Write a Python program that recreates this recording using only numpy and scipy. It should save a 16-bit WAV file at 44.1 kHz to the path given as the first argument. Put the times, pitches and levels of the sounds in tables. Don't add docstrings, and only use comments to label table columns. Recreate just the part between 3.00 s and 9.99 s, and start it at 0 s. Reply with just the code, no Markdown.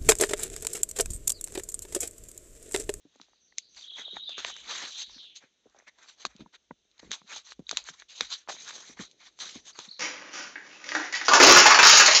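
import sys
import numpy as np
from scipy import signal
from scipy.fft import rfft, irfft, next_fast_len
from scipy.io import wavfile
from scipy.ndimage import uniform_filter1d, map_coordinates

SR = 44100
rng = np.random.default_rng(int(sys.argv[2]) if len(sys.argv) > 2 else 0)


def voltage_ratio(level):
    return 10 ** (np.asarray(level, float) / 20)


def to_wav(s):
    ch = np.atleast_2d(s).T
    pcm = np.round(np.clip(ch, -1, 1) * 32767)
    wavfile.write(sys.argv[1], SR, pcm.astype(np.int16))


N = 308372

# peak_s, length_s, leaf body level_db, crisp edges over body_db, grit over body_db
BURSTS = [(.589, 0.033, -45, -8.5, -32), (1.299, 0.081, -48.5, -11, -10.5), (1.389, 0.058, -38, -7, -7),
          (5.971, .02, -58, -6, 3), (2.361, 0.038, -44.5, -2, -17.5), (2.986, 0.025, -58, -7, -4),
          (2.789, 0.011, -66, 6.5, -4), (3.257, 0.0088, -51, 0, 4.5), (4.15, 0.1, -55.5, -3.5, -7.5),
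          (4.109, 0.012, -39.5, -12, -20), (5.385, 0.036, -55.5, 1, -9), (6.67, 0.11, -52.5, 1, -8.5),
          (4.717, 0.13, -46, -4.5, -7.5), (4.781, 0.042, -39.5, -7, -12.5), (5.214, 0.1, -37, -5, -7.5),
          (5.492, 0.03, -47, -3.5, 0), (6.405, 0.042, -42.5, 1.5, -13.5), (6.795, 0.17, -52.5, -2.5, -3.5)]
CRUSHES = [(.81, 0.087, -54.5, -1, -12), (1.48, 0.059, -41, -4, -6), (1.715, 0.062, -36.5, -7, -6),
           (1.785, 0.1, -41, -2.5, -5), (1.855, 0.053, -38.5, -6.5, -8), (1.955, 0.014, -45, -8.5, -18),
           (1.993, 0.033, -44.5, -0.5, -16), (2.02, 0.029, -43, -0.5, -16.5), (2.15, 0.19, -56, -10.5, -15),
           (3.222, 0.041, -50, -4, -6), (4.05, 0.11, -66, -0.5, 2), (4.31, 0.036, -46.5, -4, -3.5),
           (4.365, 0.048, -40, -2.5, -9), (6.06, 0.1, -62, -6.5, -25), (5.57, .04, -56, -8, -10),
           (5.625, 0.052, -47, -1, -11.5), (5.692, 0.037, -44, -3, -4.5), (5.75, 0.079, -49.5, -1.5, -4),
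           (5.82, 0.1, -54.5, 1, -9), (5.905, 0.055, -55.5, 4, -2.5), (6.025, 0.047, -48, 0, -4),
           (6.69, 0.028, -55, -3, -12), (6.428, .03, -43, -4, -10), (1.84, .03, -55, -8, 12),
           (5.53, 0.035, -44.5, 0.5, -10.5), (6.465, 0.077, -41.5, -4.5, -8.5),
           (6.555, 0.066, -49.5, -2.5, -8)]
BRUSHES = [(.23, 0.15, -62, -8, -8), (.578, 0.0077, -57.5, -2, -16), (3.246, 0.0083, -63, -12, -3),
           (1.925, .06, -47.5, -0.5, -23), (.995, 0.036, -45, -1.5, -0.5), (1.16, 0.06, -51, -7, -4),
           (1.6, 0.084, -55.5, 0.5, -4), (2.438, 0.044, -69.5, -5, 14), (2.785, 0.12, -78, 5, 11.5),
           (3.04, 0.05, -69, -9, 10.5), (3.095, 0.07, -53, -2.5, -12), (3.31, 0.091, -82, -8, 13),
           (3.408, 0.033, -56, -8.5, -1.5), (4.895, 0.032, -43, -3, -5.5), (4.94, 0.01, -53, -3.5, -9),
           (4.999, 0.048, -59.5, 1, -2.5), (5.328, 0.044, -42.5, -10, -24.5), (6.268, 0.061, -51.5, -5, -8),
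           (6.755, 0.011, -67, -9, 10)]
SCUFFS = [(3.261, 0.011, -41, -1, -11.5), (3.546, 0.021, -54, -8, -4), (4.135, 0.022, -36, -6, -16),
          (4.493, 0.05, -49, -6, -11), (5.115, 0.03, -44, -8, -20), (2.884, .017, -55, -4, 4),
          (5.51, .025, -45, -3, -3), (5.17, 0.035, -49, -7, -22), (5.33, .042, -40.5, -6.5, -14.5),
          (6.222, 0.026, -62.5, -15, -0.5), (6.83, 0.048, -52.5, -5, -12),
          (3.998, 0.0057, -46, -12.5, -11.5), (.78, 0.015, -62, -8, 0)]
# start_s, peak_db, sharpness_db
SNAPS = [(.1605, -51, -10), (.2144, -28, -18.5), (.7477, -37.5, -14.5), (.811, -29, -17),
         (1.5404, -38, -10.5), (1.5655, -35.5, -9.5), (2.357, -43, -7), (2.6977, -50, -9),
         (2.821, -52, -23), (2.7656, -47.5, -15), (2.7865, -54.5, -0.5), (3.364, -33, -21),
         (3.7893, -57, -26), (3.9142, -44, -20), (3.98, -45.5, -17.5), (5.38, -42, -12), (6.412, -30, -15),
         (6.455, -30, -14), (6.477, -32, -14), (6.803, -34, -20), (4.8403, -41.5, -5), (4.999, -32.5, -14),
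         (5.879, -38, -7.5), (6.113, -36, -14.5), (6.4029, -16.5, -27), (6.6687, -34, -15)]
# start_s, peak_db, sharpness_db, knock over snap_db, knock_hz
STICKS = [(0.583, -11, -9.5, -38, 2280), (1.293, -21, -25, -16, 610), (1.381, -18, -23, -7.5, 1510),
          (1.4482, -13, -21, 2, 2450), (3.252, -7, -18, -8, 1165), (4.116, -13, -14, -8, 1870),
          (4.521, -27, -18, -2, 1520), (4.693, -10.5, -18, -14, 2350), (4.712, -8, -17, -13, 1340),
          (4.7715, -0.5, -19, -20, 1700), (5.2087, -2.5, -18.5, -10.5, 1600),
          (6.3898, -25.5, -19.5, -13.5, 1070), (6.79, -20, -16, -8, 1110)]
# start_s, peak_db, pitch_hz
KNOCKS = [(.199, -40, 1030), (.333, -52, 961), (.157, -50, 650), (.216, -47, 1300), (.234, -55, 2000),
          (.284, -55, 750), (.525, -56, 900), (.876, -52, 1600), (.918, -52, 1000), (.768, -41, 1860),
          (.994, -44, 1770), (1.08, -40.5, 620), (1.168, -26, 900), (1.449, -26, 910), (1.065, -51, 650),
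          (1.501, -33, 1220), (1.565, -32, 1810), (2.096, -46, 990), (2.181, -44, 1600), (2.668, -53, 610),
          (2.747, -47, 686), (2.752, -52, 770), (2.762, -48, 700), (2.808, -50, 1500), (2.79, -51, 600),
          (2.798, -52, 600), (2.823, -53, 650), (3.014, -56, 1940), (3.026, -43, 1750), (5.565, -44, 900),
          (5.708, -31, 1800), (2.875, -48, 1200), (3.044, -48, 1100), (3.06, -47, 1300), (2.993, -50, 2000),
          (3.709, -37, 500), (4.031, -41.5, 487), (4.217, -42.5, 1050), (4.363, -34.5, 920),
          (4.728, -30, 590), (4.888, -23, 1550), (5.0215, -32, 1740), (5.4755, -34, 1100),
          (5.487, -25, 755), (5.497, -28, 760), (5.5005, -28, 800), (5.5035, -27, 760), (5.974, -44, 810),
          (5.55, -42, 900), (1.698, -33, 1400)]
# start_s, peak_db, pitch_hz, t60_s
PINGS = [(.5235, -46, 1950, .01), (.583, -24, 2150, .009), (1.168, -33, 1800, .008),
         (5.9915, -30, 1800, .012), (2.881, -47, 2000, .012), (2.886, -47, 1850, .012),
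         (3.461, -40, 950, .013), (4.6675, -37, 3850, .014), (4.762, -40, 3800, .012),
         (5.504, -36, 1950, .01), (3.709, -33, 950, .016), (3.709, -38, 1470, .014),
         (3.709, -40, 1950, .014)]
# start_s, peak_db, pitch_hz
THUDS = [(0.052, -42.5, 274), (0.157, -56, 264), (0.99, -45, 406), (1.129, -45, 390), (1.147, -52, 350),
         (.2, -51.5, 250), (0.284, -67, 402), (4.899, -48.5, 153), (1.162, -48, 300), (1.379, -38.5, 385),
         (2.074, -58, 183), (2.161, -50, 250), (2.433, -52.5, 468), (2.657, -46.5, 420),
         (2.765, -54.5, 517), (3.247, -39.5, 362), (3.351, -47, 194), (3.394, -42, 300), (3.405, -37, 230),
         (3.418, -42, 200), (3.458, -50, 183), (3.707, -39.5, 228), (4.028, -42, 301), (4.047, -50, 300),
         (4.058, -48, 210), (4.072, -51, 380), (4.092, -46, 200), (4.107, -45, 400), (4.214, -54, 180),
         (4.242, -55, 190), (4.592, -32.5, 185), (4.724, -39, 294), (5.207, -36.5, 452), (5.484, -54, 444),
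         (5.893, -41.5, 285), (5.995, -26, 202), (6.557, -34.5, 226), (6.785, -41, 362), (6.877, -48, 187)]
# time_s, soil_db, buffet_db
GROUND = [(0.0, -87, -92), (1.4, -76, -86), (1.84, -70, -83), (1.9, -88, -88), (2.05, -88, -88),
          (2.12, -78, -88), (2.49, -85.5, -91.5), (4.67, -85.5, -88), (5.46, -84.5, -87), (5.5, -68, -90),
          (5.76, -68, -92), (5.98, -73, -87), (6.21, -78, -89), (6.38, -82, -88), (6.42, -68, -86),
          (6.64, -72, -86), (6.99, -85, -98)]
# peak_s, length_s, level_db
JOLTS = [(.06, .06, -92.5), (0.775, 0.025, -70), (0.996, 0.054, -89), (1.168, 0.033, -77), (1.46, .12, -74),
         (1.627, 0.068, -77), (1.82, .05, -86), (2.127, 0.072, -68), (3.29, 0.06, -70.5),
         (3.42, 0.043, -64), (3.727, 0.022, -70), (4.083, 0.09, -64), (4.383, 0.038, -71.5),
         (4.608, .04, -67), (4.75, 0.17, -75), (5.253, .05, -67.5), (5.5, 0.054, -78), (5.916, 0.037, -67),
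         (6.01, 0.068, -66), (6.4, 0.04, -85), (6.574, 0.045, -68), (6.807, 0.057, -89)]

# start_s, level_db
CHIPS = [
    (.327, -64),
    (.471, -66),
    (.614, -52),
    (.76, -43),
]
# start_s, length_s, start_hz, end_hz, level_db
SLIDES = [
    (.26, .07, 6290, 5720, -72.5),
    (0.391, .07, 6230, 5750, -64),
    (0.682, .04, 6350, 5600, -59),
    (.735, 0.064, 6100, 5840, -57),
]
# falling note_db, landing pitch_hz, rising note_db
TRILL = [(-45, 3650, -40), (-43, 3800, -39), (-41, 3680, -37), (-39, 3750, -41), (-35, 3720, -42),
         (-36, 3780, -43), (-36, 3720, -45)]
# start_s, length_s, start_hz, end_hz, level_db
NOTES = [
    (1.215, 0.04, 3880, 3800, -39),
    (1.232, .017, 3900, 4800, -45.5),
    (1.24, 0.075, 4780, 4700, -49),
    (1.272, 0.019, 3420, 3680, -33),
    (1.774, 0.0087, 3730, 3830, -42),
    (1.848, 0.014, 3980, 3900, -50),
    (6.543, 0.097, 6600, 5670, -59),
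]
BUZZES = [
    (1.289, 0.075, 3300, 2750, -43),
    (1.358, .27, 3644, 3347, -47.5),
    (1.895, 0.15, 3220, 4294, -42),
    (2.093, 0.082, 5490, 4620, -45.5),
    (2.175, 0.045, 4000, 3490, -45),
    (2.215, 0.09, 3625, 2846, -54),
]
CHEVRONS = [(6.572, .014, 4500, 5100, -55), (6.588, .016, 5150, 4700, -56), (6.727, .017, 4100, 5200, -46),
            (6.746, .023, 5000, 4100, -43), (6.871, .009, 5700, 4900, -48), (6.884, .01, 3400, 4100, -48),
            (6.888, .013, 3950, 4650, -40), (6.899, .007, 4800, 5600, -49),
            (6.907, .018, 4650, 3950, -36.5), (6.936, .016, 5150, 5800, -50)]
# time_s, echo over direct song_db
ECHO = [(0, 6), (.75, 5), (.85, .5), (1.2, .5), (1.4, 3), (3, 2.5), (7, -3)]
# frequency_hz, t60_s
TRUNKS = [(2500, 0.49), (4000, 0.33), (7000, 0.32)]

# frequency_hz, density_db per Hz
CRISP = [(3500, -54.5), (4800, 1.5), (5600, 7), (9000, -1)]
BODY = [(1500, -30), (2300, -8), (3000, -4), (4300, 0.5), (5200, -0.5), (6500, -41.5)]
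GRIT = [(80, -35), (200, -15), (500, -6), (900, -1.5), (1800, 3), (2500, 0.5), (3500, -40)]
SPLINTER = [(3500, -54.5), (4800, 1.5), (5600, 7), (7000, 4), (9000, -8)]
CRUMB = [(60, -25.5), (130, -5), (250, -2.5), (500, -14), (900, -28), (2000, -38.5)]
SOIL = [(60, -37.5), (110, -11), (170, -10), (400, -7), (700, -15.5), (1500, -39)]
BUFFET = [(15, -24.5), (30, -9.5), (48, 1), (75, -5.5), (100, -10.5), (200, -59)]
HUSH = [(59, -42), (100, -9), (376, -18), (461, -9), (1150, -15), (1390, -10), (2430, -8), (3790, 1),
        (4840, -12), (6400, -1), (8620, -22), (11200, -62.5), (19000, -120)]
# frequency_hz, gain_db
MIC = [(60, -39), (105, -10.5), (170, -4.5), (1800, -7), (2660, -7.5), (3900, -1.5), (5200, -16),
       (6400, -3), (6800, -4), (7400, -9), (8500, -24.5), (9000, -35), (10000, -100)]
# frequency_hz, width_hz
NULLS = [(7010, 210), (8000, 330), (8000, 170)]


def along(points, hz):
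    f, v = np.transpose(points)
    return np.interp(np.log(hz + 1), np.log(f + 1), v)


def curves(rows):
    s, *cols = np.transpose(rows)
    return [np.interp(np.arange(N) / SR, s, c) for c in cols]


def unit(x):
    return x / np.sqrt(np.mean(x ** 2) + 1e-20)


def wobble(rate):
    knots = rng.standard_normal(int(N * rate / SR) + 4)
    return map_coordinates(knots, [np.arange(N) * rate / SR])


def coloured(x, gain_db):
    m = 2 * next_fast_len(N // 2 + 4096)
    gain = voltage_ratio(gain_db(np.fft.rfftfreq(m, 1 / SR)))
    cepstrum = irfft(np.log(gain + 1e-6), m)
    causal = np.concatenate([cepstrum[:1], 2 * cepstrum[1:m // 2], np.zeros(m // 2)])
    return irfft(rfft(x, m) * np.exp(rfft(causal)), m)[:N]


def add(track, s, sound):
    part = track[round(s * SR):][:len(sound)]
    part += sound[:len(part)]


def crackle(spectrum, rate, spread_db, grainy):
    happens = rng.random(N) < rate / SR
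    breaks = happens * voltage_ratio(spread_db * rng.exponential(size=N)) * rng.standard_normal(N)
    mix = grainy * unit(breaks) + rng.standard_normal(N)
    return unit(coloured(mix, lambda hz: along(spectrum, hz)))


def patchy(x, depth_db):
    z = signal.stft(x, nperseg=256)[2]
    field = uniform_filter1d(rng.standard_normal(z.shape), size=4, axis=0)
    field = uniform_filter1d(field, size=14, axis=1)
    return unit(signal.istft(z * voltage_ratio(depth_db * unit(field)), nperseg=256)[1][:N])


def tread():
    fade_db, settle_db, settle_db_per_s = 22, -27.5, 108
    kinds = [(BURSTS, 0.34, 1.065), (CRUSHES, 1.11, 1.88), (BRUSHES, 1.31, 1.01), (SCUFFS, 1.05, 4.5)]
    s = np.arange(0, N / SR + .01, .001)
    total = voltage_ratio(-110.)
    for rows, rise, roundness in kinds:
        peak_s, length, db, crisp_db, grit_db = np.transpose(rows)[..., None]
        t = s - peak_s
        side_s = length * np.where(t < 0, rise, 1)
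        load = voltage_ratio(-fade_db * (abs(t) / side_s) ** roundness)
        load = load + (t > 0) * voltage_ratio(settle_db - settle_db_per_s * abs(t))
        layers = [(voltage_ratio(db + over) * load).sum(axis=0) for over in (0, crisp_db, grit_db)]
        total = total + np.array(layers)
    return curves(np.column_stack([s, *(20 * np.log10(total))]))


def litter():
    body_db, crisp_db, grit_db = tread()
    press_db = 1.8 * wobble(45) + 1.13 * wobble(160)
    crisp = patchy(crackle(CRISP, 1400, spread_db=3.0, grainy=0.58), depth_db=2.5)
    body = patchy(crackle(BODY, 1500, spread_db=0.5, grainy=0.68), depth_db=2.0)
    grit = patchy(crackle(GRIT, 900, spread_db=2.5, grainy=0.51), depth_db=3.5)
    mix = voltage_ratio(crisp_db + 11) * crisp + voltage_ratio(body_db + 3.5) * body + voltage_ratio(grit_db + 6.5) * grit
    return voltage_ratio(press_db) * mix


def snaps():
    dull, sharp, t = np.zeros(N), np.zeros(N), np.arange(SR // 10) / SR
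    breaks = SNAPS + [stick[:3] for stick in STICKS]
    splinters, spray = voltage_ratio(-14 - 60 * t / .004), voltage_ratio(-33 - 60 * t / .05)
    for s, db, sharp_db in breaks:
        burst = (splinters + spray) * rng.standard_normal((2, len(t)))
        burst[:, 0] = 1
        add(dull, s, voltage_ratio(db + 16.0) * burst[0])
        add(sharp, s, voltage_ratio(db + sharp_db + 27.0) * burst[1])
    dull = coloured(dull, lambda hz: along(BODY, hz))
    return dull + coloured(sharp, lambda hz: along(SPLINTER, hz))


def knocks():
    bend_s = .0006
    out, t = np.zeros(N), np.arange(SR // 20) / SR
    hits = KNOCKS + [(s - bend_s, db + over_db, hz) for s, db, _, over_db, hz in STICKS]
    for s, db, hz in hits:
        cycles = hz * t
        ring = np.cos(2 * np.pi * cycles) * voltage_ratio(-13 * cycles)
        ring += 0.29 * np.sin(2 * np.pi * 1.95 * cycles) * voltage_ratio(-17 * cycles)
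        ring *= 1 - np.exp(-cycles / 0.52)
        late, weaker = rng.random(2)
        add(out, s, voltage_ratio(db + 13) * ring)
        add(out, s + .001 + 0.00286 * late, -voltage_ratio(db + 7 - 10 * weaker) * ring)
    return coloured(out, lambda hz: along([(80, -24), (400, 1.0)], hz))


def pings():
    out, t = np.zeros(N), np.arange(SR // 20) / SR
    for s, db, hz, t60 in PINGS:
        envelope = voltage_ratio(db + 9 - 60 * t / t60) * (1 - np.exp(-t / .0008))
        add(out, s, envelope * np.sin(2 * np.pi * hz * t))
    return out


def thuds():
    out, earth, t = np.zeros(N), np.zeros(N), np.arange(SR // 4) / SR
    rise = 1 - np.exp(-t / 0.0029)
    for s, db, hz in THUDS:
        cycles = hz * (t + 0.33 * 0.0033 * (1 - np.exp(-t / 0.0017)))
        add(out, s, voltage_ratio(db + 9.5 - 60 * t / 0.032) * rise * np.sin(2 * np.pi * cycles))
        add(earth, s, voltage_ratio(db - 2.0 - 60 * t / 0.075) * rise)
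    return out + earth * crackle(CRUMB, 500, spread_db=2.5, grainy=.9)


def ground():
    level_db = curves(GROUND)[0] + 6.5 + wobble(25)
    return voltage_ratio(level_db) * crackle(SOIL, 250, spread_db=2.5, grainy=.9)


def whistle(length, from_hz, to_hz, db, warble_hz=0, bend=1.2):
    t = np.arange(round(length * SR)) / SR
    strokes = signal.sawtooth(2 * np.pi * 95 * t, .3)
    hz = to_hz + (from_hz - to_hz) * (1 - t / length) ** bend + warble_hz * strokes
    swell = np.sin(np.pi * t / length) ** 1.1
    return voltage_ratio(db + 3) * swell * np.sin(2 * np.pi * np.cumsum(hz) / SR)


def song():
    out = np.zeros(N)
    for s, db in CHIPS:
        add(out, s, whistle(0.024, 5150, 3200, db, bend=.5))
    for s, *note in SLIDES:
        add(out, s, whistle(*note, warble_hz=280))
    first_s, beat_s = .823, .0572
    for k, (fall_db, land_hz, rise_db) in enumerate(TRILL):
        s = first_s + k * beat_s
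        add(out, s - .003, whistle(.016, land_hz + 650, land_hz - 30, fall_db, bend=4.5))
        add(out, s + 0.012, whistle(.019, 2850, 3500, rise_db, bend=1.7))
    for s, *note in NOTES + CHEVRONS:
        add(out, s, whistle(*note))
    for s, *note in BUZZES:
        add(out, s, whistle(*note, warble_hz=0.17 * min(note[1], 4500)))
    return out


def trunks(x):
    out, step = np.zeros(N + SR), SR // 8
    for k in range(0, N, step):
        piece = x[k:k + step]
        if not piece.any():
            continue
        hz, t, z = signal.stft(rng.standard_normal(SR // 2), SR, nperseg=256)
        decay = (1 - np.exp(-t / 0.01)) * voltage_ratio(-60 * t / along(TRUNKS, hz)[:, None])
        tail = signal.istft(z * decay, SR, nperseg=256)[1]
        add(out, k / SR + .006, signal.fftconvolve(piece, tail / np.linalg.norm(tail)))
    return out[:N]


def finch():
    flutter_db, slap_s, slap_db, shimmer_rad = 2.2, .0225, -16, .75
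    direct = song() * voltage_ratio(flutter_db * wobble(220))
    slap = voltage_ratio(slap_db) * np.roll(direct, round(slap_s * SR))
    echo = signal.hilbert(trunks(direct), next_fast_len(N))[:N]
    echo = echo * np.exp(1j * shimmer_rad * wobble(800))
    return direct + slap + voltage_ratio(curves(ECHO)[0]) * echo.real


def buffet():
    s, length, db = np.transpose(JOLTS)[..., None]
    t = np.arange(0, N / SR + .01, .002)
    jolts = voltage_ratio(db - 0.5 - 24 * ((t - s) / length) ** 2).sum(axis=0)
    shake, = curves(np.column_stack([t, jolts]))
    air = voltage_ratio(curves(GROUND)[1] - 1.5 + 2.0 * wobble(7.0))
    return (air + shake) * crackle(BUFFET, 30, spread_db=1.0, grainy=0.29)


def hush():
    return voltage_ratio(-75 + 0.58 * wobble(2.2)) * crackle(HUSH, 300, spread_db=3.0, grainy=0.28)


def scene():
    steps = litter() + snaps() + knocks() + pings() + thuds() + ground()
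    return (steps + finch())[None]


def band_limit(x):
    return signal.sosfilt(signal.butter(12, 8770, fs=SR, output="sos"), x)


def record(dry):
    x = coloured(dry[0], lambda hz: along(MIC, hz)) + buffet() + hush()

    def notches_db(hz):
        return sum(-10 * np.log10(1 + (width / (abs(hz - centre) + 1)) ** 2) for centre, width in NULLS)

    x = coloured(x, notches_db)
    return band_limit(x[None])


dry = scene()
out = record(dry)
to_wav(out)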